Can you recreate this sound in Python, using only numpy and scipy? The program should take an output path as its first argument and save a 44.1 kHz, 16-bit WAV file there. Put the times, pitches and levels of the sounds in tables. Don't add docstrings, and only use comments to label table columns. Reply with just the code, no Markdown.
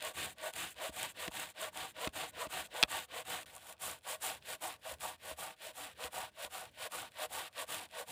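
import sys
import numpy as np
from scipy import signal
from scipy.fft import rfft, irfft, next_fast_len
from scipy.io import wavfile
from scipy.ndimage import uniform_filter1d

SR = 44100
rng = np.random.default_rng(int(sys.argv[2]) if len(sys.argv) > 2 else 0)


def wav_record(signal):
    frames = np.transpose(np.atleast_2d(signal))
    bounded = np.clip(frames, -1, 1)
    quanta = np.round(bounded * 32767).astype(np.int16)
    wavfile.write(sys.argv[1], SR, quanta)


def to_linear_factor(level_db):
    exponent = np.asarray(level_db, float) / 20
    return 10 ** exponent


N = 357651

# (start [s], length [ms], teeth passing at full speed [Hz],
# lateness [power of the travel], rasp [dB], extra ring of the log [dB])
STROKES = [(-0.012, 146, 457, 0.86, -44.5, -1), (0.131, 213, 315.4, 0.9, -43, -1.5),
           (0.346, 177, 425.0, 1.29, -46.5, 0.0), (0.525, 218, 342.0, 0.87, -43.5, -2),
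           (0.741, 172.6, 436.0, 1.11, -44.5, -2), (0.911, 222, 343, 1.12, -43.5, -3.5),
           (1.135, 173, 445.0, 0.96, -45.5, -1), (1.301, 232, 327, 0.91, -44.5, -0.5),
           (1.531, 177, 446.0, 1.09, -45.5, -0.5), (1.719, 212, 364.3, 0.97, -46.5, 0),
           (1.934, 189, 485, 0.97, -44.5, -1.5), (2.124, 194, 386, 0.91, -43.5, 1.5),
           (2.312, 166, 500.0, 1.22, -45, -1), (2.482, 199, 405.0, 1.04, -43.5, -0.5),
           (2.692, 178, 500.0, 0.98, -45.0, -1.5), (2.872, 194, 394, 0.93, -42.5, -1),
           (3.067, 172.5, 475.0, 1.23, -46.5, -0.5), (3.243, 202, 393.3, 0.97, -43.5, 1.5),
           (3.456, 321, 560.0, 1.02, -56.5, 2), (3.786, 232, 416.0, 0.86, -47.5, 0.5),
           (4.028, 153.4, 560.0, 0.69, -46.0, 2), (4.2, 216, 425.0, 0.76, -44, 0.0),
           (4.409, 166, 484.0, 1.02, -46.5, -1.5), (4.601, 191, 345.0, 0.77, -47, 1.0),
           (4.808, 161, 571.0, 0.72, -49, 0), (4.991, 195, 375.0, 0.79, -48, 1.5),
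           (5.183, 175, 402, 0.86, -49.5, 0.5), (5.358, 210, 415.0, 0.86, -48.5, 0),
           (5.56, 177, 448.0, 0.82, -50.5, -4), (5.721, 242, 299.0, 1.015, -50, -2.5),
           (5.947, 154, 528.0, 0.92, -47, 0.5), (6.103, 219, 420.0, 0.94, -46.5, 1.0),
           (6.327, 165, 544.0, 0.96, -48.5, -1.0), (6.491, 240, 411.0, 0.84, -50, 0),
           (6.713, 178.5, 561.0, 1.33, -46, 0.5), (6.893, 227, 355.0, 0.84, -47.5, 0.5),
           (7.108, 165.6, 611.0, 1.38, -44.0, 0.5), (7.281, 228, 425.0, 1.03, -46, 0),
           (7.518, 137.4, 576.0, 1.03, -45, 1), (7.657, 235, 348.0, 0.91, -46, -1.0),
           (7.881, 172, 500.0, 1.1, -48, 2.5), (8.05, 238, 346.6, 1, -47.5, 0)]
REGRIP = 18


def evened(x):
    return x / np.sqrt(np.mean(x ** 2) + 1e-20)


def wander(seconds):
    return evened(uniform_filter1d(rng.standard_normal(N), round(seconds * SR)))


def add(mix, s, sound):
    part = mix[round(s * SR):][:len(sound)]
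    part += sound[:len(part)]


def colour(x, points):
    size = next_fast_len(len(x))
    f, db = np.transpose(points)
    hz = np.fft.rfftfreq(size, 1 / SR)
    gain = to_linear_factor(np.interp(np.log(hz + 1), np.log(f + 1), db))
    return evened(irfft(rfft(x, size) * gain, size)[:len(x)])


def resonate(x, hz, width):
    turn = np.exp(2j * np.pi * np.cumsum(hz * np.ones(len(x))) / SR)
    r = np.exp(-np.pi * width / SR)
    return 2 * (turn * signal.lfilter([1 - r], [1, -r], x / turn)).real


def ring(hz, db, t60, rise=0.00033, lag=0.):
    t = np.maximum(np.arange(round(.25 * SR)) / SR - max(lag, 0), 0)
    shape = (1 - np.exp(-(t / rise) ** 2)) * to_linear_factor(-60 * t / t60)
    return to_linear_factor(db) * shape / shape.max() * np.sin(2 * np.pi * hz * t)


def saw():
    # (frequency [Hz], width [Hz], level on the push [dB], level on the pull [dB])
    log_modes = [(500, 28.6, -4, -6.5), (614, 36, 2, -3), (747.7, 72, -5.5, -1.5), (928, 123, -6, -3.5),
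                 (1006, 81, -5.5, -6.5), (1089, 48, -5.5, -8), (1172, 59, -7, -3), (1448, 42, -8, -7.5),
                 (1920, 83, -13, -31)]
    # (frequency [Hz], relative level [dB])
    rasp_spectrum = [(760, -26.5), (1300, -15.5), (1470, 1), (1630, -2.5), (1820, -0.5), (2020, -3),
                     (2890, -0.5), (3740, -2.5), (4950, -12), (6000, -19), (7800, -54), (13200, -120)]
    # (frequency [Hz], relative level [dB])
    fizz_steep = [(3240, -14.5), (5500, -6.5), (6010, -6), (7190, 3.5), (8110, 4.5), (10100, 3.5),
                  (12900, -3.5), (15100, 2), (16000, -43)]
    fizz_flat = [(3240, -23), (5500, -20.5), (6200, -3), (7190, 4), (8110, 5.5), (9500, 3), (12500, -3.5),
                 (15100, 0.5), (16000, -31)]
    # (multiple of tooth rate, level [dB])
    orders = [(.5, -16), (1, -4), (1.5, -12.5), (2, -4.5), (3, -4.5)]
    # (frequency [Hz], relative level [dB])
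    shudder_spectrum = [(24, -53), (45, -10), (76, 5), (145, 2), (248, 0), (329, 0), (450, -0.5),
                        (580, -47), (990, -120)]
    # (time [s], fizz [dB], buzz of the teeth [dB], shudder [dB])
    drift = [(0, -0.5, -2.5, 7), (.6, 0, -1, 2.5), (1.3, -0.5, -3, 1.5), (2.1, -1.5, 2, 2.5),
             (2.9, -1.5, 2.5, -0.5), (3.5, 0.5, -4, 1.5), (4, 3, -12, 3), (4.6, 0, 1.5, -4),
             (5.2, 1, -6.5, 4), (5.8, -1.5, 3.5, -3), (6.4, -1, -3.5, -2.5), (7, -1, -2, 0.5),
             (7.6, -0.6, -0.5, -2), (8.1, -0.8, -1.5, 6)]
    stroke_buzz_db = (-8, -12)
    stroke_shudder_db = (-28.5, -16)

    t = np.arange(N) / SR
    turns, speed, pull, rasp_db, ring_db, fizz_db = arm(t)
    drift_s, *drift_db = np.transpose(drift)
    brighter_db, buzz_db, shudder_db = (np.interp(t, drift_s, column) for column in drift_db)

    bite = evened(uniform_filter1d(rng.standard_normal((N, len(orders))), round(.012 * SR), 0)).T
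    buzz = np.zeros(N)
    for (multiple, db), b in zip(orders, bite):
        buzz += to_linear_factor(db + 2.5 * b) * np.sin(2 * np.pi * multiple * turns)
    buzz *= to_linear_factor(np.take(stroke_buzz_db, pull) + buzz_db) * speed ** 0.5

    beat = 1 + 0.1 * np.cos(2 * np.pi * turns)
    fibres = beat * tearing(per_s=14000, spread_db=0.5, judder_db=1.18, judder_s=0.011)
    dust = tearing(per_s=19000, spread_db=0.5, judder_db=3.0, judder_s=0.0057)
    slide = fibres + 0.97 * dust
    fizz = np.where(t < STROKES[REGRIP][0], colour(slide, fizz_flat), colour(slide, fizz_steep))

    out = to_linear_factor(rasp_db) * colour(fibres, rasp_spectrum)
    out += to_linear_factor(rasp_db + fizz_db + brighter_db) * fizz
    out += chips(rasp_db)
    out += to_linear_factor(rasp_db + ring_db) * buzz

    drive = to_linear_factor(20.5) * tearing(per_s=4000, spread_db=3.5, judder_db=0.0, judder_s=0.0064)
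    drive += to_linear_factor(11.5) * buzz
    drive *= to_linear_factor(rasp_db + ring_db)
    for k, (hz, width, push_db, pull_db) in enumerate(log_modes):
        louder, higher = wander(.08), wander(.08)
        mode_db = np.where(pull, pull_db, push_db) + 1.8 * louder
        out += (-1) ** k * resonate(drive * to_linear_factor(mode_db), hz * (1 + .008 * higher), width)

    shudder_db = rasp_db + np.take(stroke_shudder_db, pull) + shudder_db
    shudder_db = uniform_filter1d(shudder_db, round(0.015 * SR))
    return out + to_linear_factor(shudder_db) * colour(rng.standard_normal(N), shudder_spectrum)


def arm(t):
    # (share of the travel, rasp [dB], ring over the rasp [dB], fizz over the rasp [dB])
    push_flat = [(0.0, -36, -8, -12), (0.06, -22.0, 5, -8), (0.12, -14.5, 0.5, -9), (0.2, -7, -3, -10),
                 (0.3, -4, 1.5, -7.0), (0.45, -1, 2.5, -1), (0.6, 2, 1.5, -3.5), (0.75, -2.5, 2.5, -1),
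                 (0.88, -7, 0.5, -3.0), (0.95, -19.0, -2, -3), (1.0, -29, 1, -6)]
    pull_flat = [(0.0, -27, -3, -4), (0.06, -16.5, 6.5, 1.5), (0.12, -9.5, -6.5, -1.5),
                 (0.2, -4.5, 0.5, -1.0), (0.3, 0, -4.5, -2), (0.45, 1, -3.5, -3.5), (0.6, 0, -1.5, -3.0),
                 (0.75, -7.5, -4, -4), (0.88, -11.5, -5.5, 0.5), (0.95, -19, -14, 3), (1.0, -36.5, 11, -1)]
    push_steep = [(0.0, -33, -7, 5), (0.06, -22, -8, -10), (0.12, -18.5, -6, -6), (0.2, -15, -3.0, -7),
                  (0.3, -8, -1.5, -6.5), (0.45, -3.5, 3.5, -1.5), (0.6, 0.5, -1.5, -1),
                  (0.75, -1, 2.0, 0.5), (0.88, -7, 1.5, -1.5), (0.95, -21.5, 3, -1), (1.0, -27.5, 1, -3)]
    pull_steep = [(0.0, -30, -4, -3), (0.06, -17.5, -2, -2), (0.12, -12.5, 4.5, 3.5), (0.2, -4.5, 1.5, 3.5),
                  (0.3, -0.5, 2.5, 2.0), (0.45, -0.5, 1, 1.5), (0.6, -2, -0.5, -2), (0.75, -7.5, -1, -3.5),
                  (0.88, -13.5, -6.5, -6), (0.95, -38, 5, -6), (1.0, -31, 4, -2)]
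    scrape = [(0, 1, -12, -7), (.03, -2.5, -12, -5.5), (.35, -6, 4.5, 3), (.4, -9, -4, -1.5),
              (.75, 0, 1, 2), (.87, -6.5, -3, 0), (.92, -22.5, 10, -10), (1, -21, 0, -15)]
    # (time [s], level [dB])
    tail = [(0, -0.5), (3.7, 1), (4, -5.5), (5.2, 2), (5.5, 2), (6.2, -1.5), (6.7, -3), (7.1, 2),
            (7.5, 6.5), (8.1, 2.5)]
    # (time [s], level [dB])
    stalls = [(1.283, -7), (2.074, -16), (2.477, 3), (2.837, -3.5), (6.08, -1.5)]
    speed_late = (1.3, 0.87)

    start, length_ms, top_hz, late, force_db, wood_db = np.transpose(STROKES)
    k = np.clip(np.searchsorted(start, t) - 1, 0, len(start) - 1)
    travel = np.clip(1000 * (t - start[k]) / length_ms[k], 0, 1) ** late[k]
    pull = (k % 2) | (k == REGRIP)

    kind = np.where(k == REGRIP, 4, pull + 2 * (k > REGRIP))
    courses = [np.transpose(c) for c in (push_flat, pull_flat, push_steep, pull_steep, scrape)]
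    rasp_db, ring_db, fizz_db = (
        np.choose(kind, [np.interp(travel, c[0], c[column]) for c in courses]) for column in (1, 2, 3))
    rasp_db = rasp_db + force_db[k]
    ring_db = ring_db + wood_db[k]

    late_in_pull = pull * np.exp(-((travel - 0.856) / 0.11) ** 2)
    rasp_db = rasp_db + late_in_pull * np.interp(t, *np.transpose(tail))
    for s, db in stalls:
        rasp_db = rasp_db + db * np.clip((t - s) / .006, 0, 1) * (start[k] < s)

    speed = np.sin(np.pi * travel ** np.take(speed_late, pull)) ** .8
    turns = np.cumsum(top_hz[k] * speed * (1 + 0.0359 * wander(0.00392))) / SR
    return turns, speed, pull, rasp_db, ring_db, fizz_db


def tearing(per_s, spread_db, judder_db, judder_s):
    breaks = rng.random(N) < per_s / SR
    size = to_linear_factor(spread_db * np.minimum(rng.exponential(1, N), 4)) * breaks
    return evened(size * rng.standard_normal(N) * to_linear_factor(judder_db * wander(judder_s)))


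def chips(rasp_db, per_s=60, level_db=-11, follow=0.39, spread_db=8.0):
    ticks = rng.random(N) < per_s / SR
    size = to_linear_factor(level_db + spread_db * np.minimum(rng.exponential(1, N), 3)) * ticks
    size *= to_linear_factor(follow * (rasp_db + 44.5) - 46.5)
    return signal.oaconvolve(size, snap(-7.5, -9.5))[:N]


def snap(body_db, tick_db):
    # (frequency [Hz], level [dB], t60 [s], rise [s], lag [s])
    body_modes = [(800, -19, .02, .001, 0), (1300, -18, .012, .001, .0003), (1750, -15, .008, .001, .0011),
                  (2550, -4, .0065, .0007, .0009), (2900, -9, .004, .0003, 0),
                  (3350, -4, .006, .0007, .0011), (4150, -8, .005, .0005, .0009),
                  (4900, -9, .005, .0004, .0002), (5700, -13, .005, .0004, .0006)]
    # (frequency [Hz], level [dB], t60 [s], rise [s], lag [s])
    tick_modes = [(7400, -0.5, 0.0015, 0.00035, 0.000386), (8800, 2.5, 0.0012, 0.00032, 0.00053),
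                  (10650, -2, 0.0024, 0.00027, 0.000426), (14200, -7, .003, 0.00032, .0005)]
    body = sum((-1) ** k * ring(*mode) for k, mode in enumerate(body_modes))
    tick = sum(ring(*mode) for mode in tick_modes)
    return to_linear_factor(body_db) * body + to_linear_factor(tick_db) * tick


def hits():
    # (time [s], thud [dB], sway of the log [dB], t60 of the sway [s], crack [dB])
    knocks = [(0.8947, -44, -53, 0.13, -50), (1.2780, -42, -66, .08, -30), (1.2838, -40, -58, 0.068, -49),
              (2.0732, -35, -46, 0.08, -27.5), (2.469, -45.5, -59, 0.13, -42),
              (2.8285, -42, -58, 0.051, -30), (2.8350, -35, -46.5, 0.062, -28),
              (4.923, -55, -52.5, 0.21, -65), (5.3150, -52, -53, 0.2, -65), (6.045, -51, -53, 0.18, -60),
              (6.4480, -53, -59, 0.21, -60)]
    # (frequency [Hz], level [dB], t60 [s])
    thud_modes = [(220, 4, 0.0065), (335, 5.5, 0.0057), (560, -27, 0.028)]
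    # (time [s], body [dB], bright tick [dB])
    snaps = [(0.0245, -37, -34), (0.0493, -47, -32), (0.198, -46, -42), (0.536, -40, -39), (1.03, -38, -27),
             (1.773, -36.5, -35), (2.8272, -10.5, -21), (2.8342, -10.5, -27), (3.4301, -44, -47),
             (3.5515, -54, -40), (3.564, -50, -38), (3.7252, -46, -41), (3.7668, -61.5, -69),
             (3.7793, -58, -70), (3.8391, -47, -42), (4.0090, -61, -69), (4.1950, -73, -76),
             (4.2238, -50, -44), (4.4235, -48.5, -69), (5.007, -42, -48), (6.0382, -33, -48),
             (6.4472, -33, -52), (6.9195, -59, -39), (7.5790, -36, -51), (7.7443, -37.5, -31.5)]
    out = np.zeros(N)
    t = np.arange(round(.25 * SR)) / SR
    for s, thud_db, sway_db, sway_t60, crack_db in knocks:
        thud = to_linear_factor(thud_db) * sum(ring(*mode) for mode in thud_modes)
        sway = ring(74, sway_db, sway_t60, 0.002)
        rattle = resonate(resonate(rng.standard_normal(len(t)), 2400, 4700), 2000, 3500)
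        swell = (t / 0.0022) ** 2 * np.exp(2 - t / 0.001)
        add(out, s, thud + sway + rattle * swell * to_linear_factor(crack_db))
    for s, body_db, tick_db in snaps:
        add(out, s, snap(body_db, tick_db))
    return out


def trees(x):
    t = np.arange(round(.3 * SR)) / SR
    noise = resonate(resonate(rng.standard_normal(len(t)), 700, 1600), 700, 1600)
    tail = noise * to_linear_factor(-60 * t / .04) * (t > .003)
    return x + to_linear_factor(-22) * signal.oaconvolve(x, tail / np.linalg.norm(tail))[:N]


def air():
    # (frequency [Hz], relative level [dB])
    air_spectrum = [(18, -54), (30, -5), (75, 12), (319, -2), (616, 3), (702, -7), (1160, -11), (1280, -46),
                    (1500, -8), (3670, -19), (5900, -19), (8980, -30), (16000, -27)]
    drift = evened(uniform_filter1d(uniform_filter1d(rng.standard_normal(N), 4000), 4000))
    return to_linear_factor(-71.5 + 3.7 * drift) * colour(rng.standard_normal(N), air_spectrum)


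def scene():
    return (trees(saw() + hits()) + air())[None]


def roll_off(x):
    return signal.sosfilt(signal.butter(12, 16820, fs=SR, output="sos"), x)


def record(dry):
    # (start [s], end [s])
    gap_start, gap_end = (3.452, 3.458)
    t = np.arange(N) / SR
    gate = np.interp(t, [gap_start - .003, gap_start, gap_end, gap_end + 0.0012], [0.86, .03, 0.026, 0.9])
    heard = signal.sosfilt(signal.butter(4, 48, "high", fs=SR, output="sos"), dry)
    return roll_off(heard * gate)


dry = scene()
out = record(dry)
wav_record(out)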